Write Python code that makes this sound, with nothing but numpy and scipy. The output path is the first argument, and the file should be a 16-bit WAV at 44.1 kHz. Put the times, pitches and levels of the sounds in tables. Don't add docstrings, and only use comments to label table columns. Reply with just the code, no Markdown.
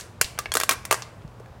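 import sys
import numpy as np
from scipy import signal
from scipy.fft import rfft, irfft
from scipy.io import wavfile
from scipy.ndimage import uniform_filter1d

SR = 44100
rng = np.random.default_rng(int(sys.argv[2]) if len(sys.argv) > 2 else 0)


def store_pcm(level_fs):
    pcm = np.round(np.clip(level_fs, -1, 1) * 32767).astype(np.int16)
    wavfile.write(sys.argv[1], SR, np.atleast_2d(pcm).T)


def volts(x):
    e = np.asarray(x, float) / 20
    return 10 ** e


N = 70560


def read(table, hz):
    points = np.array(table)
    return np.interp(np.log(hz), np.log(points[:, 0]), points[:, 1])


def ring(hz, db, t60_s, sign=1, late_s=0, size=2600):
    t = np.maximum(np.arange(size) / SR - np.reshape(late_s, (-1, 1)), 0)
    pole = -np.log(1000) / np.maximum(t60_s, .003) + 2j * np.pi * np.minimum(hz, .45 * SR)
    return (sign * volts(db)) @ np.exp(pole[:, None] * t).imag


def peak(x, db):
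    can_db = -1
    return x * volts(db + can_db) / np.abs(x).max()


def walk(rate_hz):
    k = int(SR / rate_hz)
    steps = np.repeat(rng.standard_normal(N // k + 2), k)
    x = uniform_filter1d(uniform_filter1d(steps, k), k)[:N]
    return x / x.std()


def buckle(crack_db, dent_db, dent_hz, crack_hz, focus_db, focus_oct, length_s, count=160, size=6):
    # frequency in Hz, level in dB.
    wall_modes = [(1500, -0.5), (3000, -5.5), (6000, -5.5), (9000, -4.5), (13000, -9.5), (17000, -12.5)]
    # ratio to dent pitch, level in dB, t60 in seconds for a 1.2 kHz dent.
    dent_modes = [(.45, -18, .014), (.62, -13, .014), (.8, -8, .016), (1.0, 0, .028), (1.12, -6, .02),
                  (1.3, -6, .014), (1.55, -7, .014), (1.85, -9, .014), (2.2, -11, .014)]
    # frequency in Hz, level in dB re dent, t60 in seconds.
    end_modes = [(840, -39.5, 0.084), (1115, -22, 0.072), (1095, -25.5, 0.15), (1180, -27, 0.097),
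                 (1640, -19.5, 0.11), (1900, -25, .15)]
    luck, slip = rng.standard_normal((count, 4)), rng.random((size, 3))
    single = length_s < .005

    def colour(f):
        octaves = np.log2(f / crack_hz)
        return read(wall_modes, f) + focus_db * np.exp(-.5 * (octaves / focus_oct) ** 2)

    fall_db, scatter_db = -8.5, 5
    late = np.sort(slip[:, 0]) - slip[:, 0].min()
    slip_db = fall_db * late + scatter_db * slip[:, 2] * (late > 0)
    slip_db += scatter_db * (late == 0) * single

    hz = np.linspace(1200, 17000, count) + 40 * luck[:, 0]
    which = rng.integers(0, size, count)
    wall_db = colour(hz) + slip_db[which] + 4 * luck[:, 1]
    wall_t60_s = .013 * (hz / 5000) ** -.046
    wall = ring(hz, wall_db, wall_t60_s, np.sign(luck[:, 3]), late[which] * length_s)

    f = np.arange(1, 130) * SR / 256
    snap_spectrum = volts(colour(f)) * np.minimum(f / 1500, 1) ** 2 * -1j
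    snap = peak(np.roll(irfft(snap_spectrum), 12), crack_db)

    ratio, mode_db, t60_s = np.array(dent_modes).T
    odd = luck[:len(dent_modes)] * (ratio != 1)[:, None]
    mode_hz = dent_hz * ratio * (1 + .04 * odd[:, 2])
    mode_t60_s = t60_s * (dent_hz / 1200) ** -.06
    dent = ring(mode_hz, mode_db + 2 * odd[:, 0], mode_t60_s, size=7000)

    end_hz, end_db, end_t60_s = np.array(end_modes).T
    end_luck = luck[-len(end_modes):]
    end_hz = end_hz * (1 + .019 * end_luck[:, 0])
    dent += ring(end_hz, end_db + 2.5 * end_luck[:, 1], end_t60_s, size=7000)

    push_s, later_slip_db = .0002, -10.5
    slips = np.zeros(int(length_s * SR) + 2)
    push = np.sign(slip[:, 1] - .5) * volts(2 * slip_db + later_slip_db * (late > 0))
    np.add.at(slips, (late * length_s * SR).astype(int), push)
    dent = np.convolve(dent, np.hanning(int(push_s * SR) + 3), "same")
    dent = peak(signal.fftconvolve(dent, slips), dent_db)

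    dent_echo_db, snap_db, snap_echo_db = -5, 0, 6.5
    direct, echoed = dent.copy(), dent * volts(dent_echo_db)
    direct[:len(wall)] += peak(wall, crack_db)
    direct[:256] += snap * volts(snap_db) * single
    echoed[:256] += snap * volts(snap_echo_db)
    return np.array([direct, echoed])


def can(lead):
    # start in seconds, crack in dB, dent in dB, dent pitch in Hz,
    # crack centre in Hz.
    buckles = [(-.012, -9.5, -20, 1450, 6900), (0.2129, -0.5, -6, 2386, 7500),
               (0.3888, -11.5, -16, 1254, 5130), (.539, -9.5, -25, 1950, 10200),
               (.553, -5.5, -5.5, 1228, 8900), (0.57, -7, -2, 1524, 7350), (0.6007, -10, -10.5, 1900, 4420),
               (0.6131, -16.5, -12.5, 1665, 11000), (0.6346, -9.5, -12.5, 1144, 8330),
               (0.6922, -4, 0, 2370, 8600), (0.71, -9.5, -9, 1615, 5000), (0.852, -18, -18.5, 2010, 7850),
               (.9112, -4.5, 0, 1237, 8160), (0.9261, -4.5, -5, 905, 9000), (1.399, -45, -37, 1046, 7400),
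               (1.46, -53, -35.5, 1680, 9600)]
    kinks = [(.010, -27, -50, 1410, 5200), (.2447, -17, -24, 1800, 4200), (0.3776, -40, -29.5, 1280, 3000),
             (0.379, -42, -25, 1520, 2950), (.458, -33, -12, 2240, 3850), (.460, -43.5, -23, 1690, 3800),
             (.519, -16, -7.5, 3310, 6910), (0.2133, -13.5, -18.5, 1103, 3200),
             (0.6924, -13.5, -9.5, 1095, 5000), (0.9085, -31, -33.5, 1230, 3000),
             (.9116, -20, -8.5, 1990, 4800), (0.612, -20.5, -11.5, 1640, 3000),
             (0.943, -17.5, -10.5, 1190, 6180), (1.0219, -22.5, -22, 1192, 4300),
             (1.22, -48, -61, 1020, 3200), (1.278, -49, -49.5, 1000, 4000)]
    # start in seconds, length in seconds, crack in dB, dent in dB,
    # dent pitch in Hz.
    crumples = [
        (.219, .022, -28, -49, 1610),
        (.576, .022, -28, -47.5, 1270),
        (.614, .016, -27.5, -27, 2105),
        (0.701, 0.012, -23.5, -16.5, 1056),
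        (.714, 0.026, -16.5, -19, 2160),
        (0.718, .03, -27.5, -19.5, 1240),
        (.918, 0.012, -19, -15.5, 1290),
        (.99, 0.038, -50, -45, 1027),
    ]
    slip_s, low_hz = .0035, 373
    hits = [(s, buckle(*how, 3.5, .49, slip_s)) for s, *how in buckles]
    hits += [(s, buckle(*how, 29.5, .85, .5 * slip_s)) for s, *how in kinks]
    # focus 0 dB, plain wall colour
    hits += [(s, buckle(*how, 6000, 0, 1, length_s, size=30)) for s, length_s, *how in crumples]
    out = np.zeros((2, N + lead + SR // 2))
    for s, one in hits:
        i = int(s * SR) + lead
        out[:, i:i + one.shape[1]] += one
    return signal.sosfilt(signal.butter(4, low_hz, "high", fs=SR, output="sos"), out)


def patio():
    # delay in seconds, level in dB, t60 in seconds, top in Hz.
    echoes = [
        (.004, -7.5, .06, 14730),
        (.015, -15, 0.27, 12000),
        (0.031, -20.5, 0.6, 2500),
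    ]
    t = np.arange(SR // 2) / SR
    out = 0
    for late_s, db, t60_s, top_hz in echoes:
        decay = np.exp(-np.log(1000) * t / t60_s)
        tail = rng.standard_normal(len(t)) * decay * np.clip(t / late_s, 0, 1) ** 2
        tail = signal.lfilter(*signal.butter(1, min(top_hz, 20000), fs=SR), tail)
        out = out + volts(db) * tail / np.sqrt(np.sum(tail ** 2))
    return out


def garden():
    # frequency in Hz, level in dB per Hz.
    floor_spectrum = [(24, -51.5), (40, -8), (101, -3.5), (260, -16), (577, -16.5), (1080, -20),
                      (1450, -25.5), (2160, -31.5), (15500, -51.5)]
    garden_db, gust_db, flicker_db = -46, 1.5, .7
    hum_hz, hum_db = 120, -54.5
    f = np.maximum(np.arange(N // 2 + 1) * SR / N, 1)
    spec = rfft(rng.standard_normal(N)) * volts(read(floor_spectrum, f)) * np.minimum(f / 45, 1) ** 3
    out, gust = 0, walk(12)
    for hz in 22 * 2 ** np.arange(0, 10, .5):
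        window = np.cos(np.pi * np.clip(np.log2(f / hz), -.5, .5)) ** 2
        band = irfft(spec * window, N)
        sway_db = gust_db * gust * np.clip(150 / hz, 0, 1) + flicker_db * walk(7)
        out = out + band * volts(sway_db)
    hum = volts(hum_db + 4.3 * walk(5.5)) * np.sin(2 * np.pi * hum_hz * np.arange(N) / SR)
    return volts(garden_db) * out / out.std() + hum


def bumps():
    # start in seconds, level in dB, frequency in Hz, t60 in seconds.
    soft_rings = [(0.209, -21.5, 120, 0.035), (0.246, -24.5, 67.4, 0.047), (0.491, -33.5, 65.4, 0.18),
                  (.214, -18.5, 451, 0.021), (.554, -18.5, 460, .05), (.558, -29.5, 271, 0.082),
                  (.693, -20, 508, 0.033), (0.71, -32, 270, 0.065), (.929, -17, 520, 0.035),
                  (1.402, -23.5, 463, 0.019), (.388, -21.5, 1180, 0.067), (0.386, -31, 1275, 0.081),
                  (.693, -31, 1088, 0.33), (.911, -14, 1182, 0.11), (1.18, -36, 103, 0.17),
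                  (1.248, -21, 141.7, 0.037), (1.255, -37.5, 51.8, 0.22)]
    size, rise_s = 8000, .0033
    rise = np.clip(np.arange(size) / SR / rise_s, 0, 1)
    out = np.zeros(N + 9000)
    for s, db, hz, t60_s in soft_rings:
        one = ring(np.array([hz]), np.array([db]), np.array([t60_s]), size=size)
        i = int(s * SR)
        out[i:i + size] += one * rise
    return out[:N]


def scene():
    lead = int(.05 * SR)
    direct, echoed = can(lead)
    heard = direct + signal.fftconvolve(echoed, patio())[:len(direct)]
    return (heard[lead:lead + N] + bumps() + garden())[None]


def low_pass(x):
    return signal.sosfilt(signal.butter(12, 16570, fs=SR, output="sos"), x)


def record(dry):
    top_hz = 15900
    cut = signal.sosfilt(signal.ellip(8, .3, 30, top_hz, fs=SR, output="sos"), dry)
    return low_pass(np.clip(cut, -1, 1))


dry = scene()
out = record(dry)
store_pcm(out)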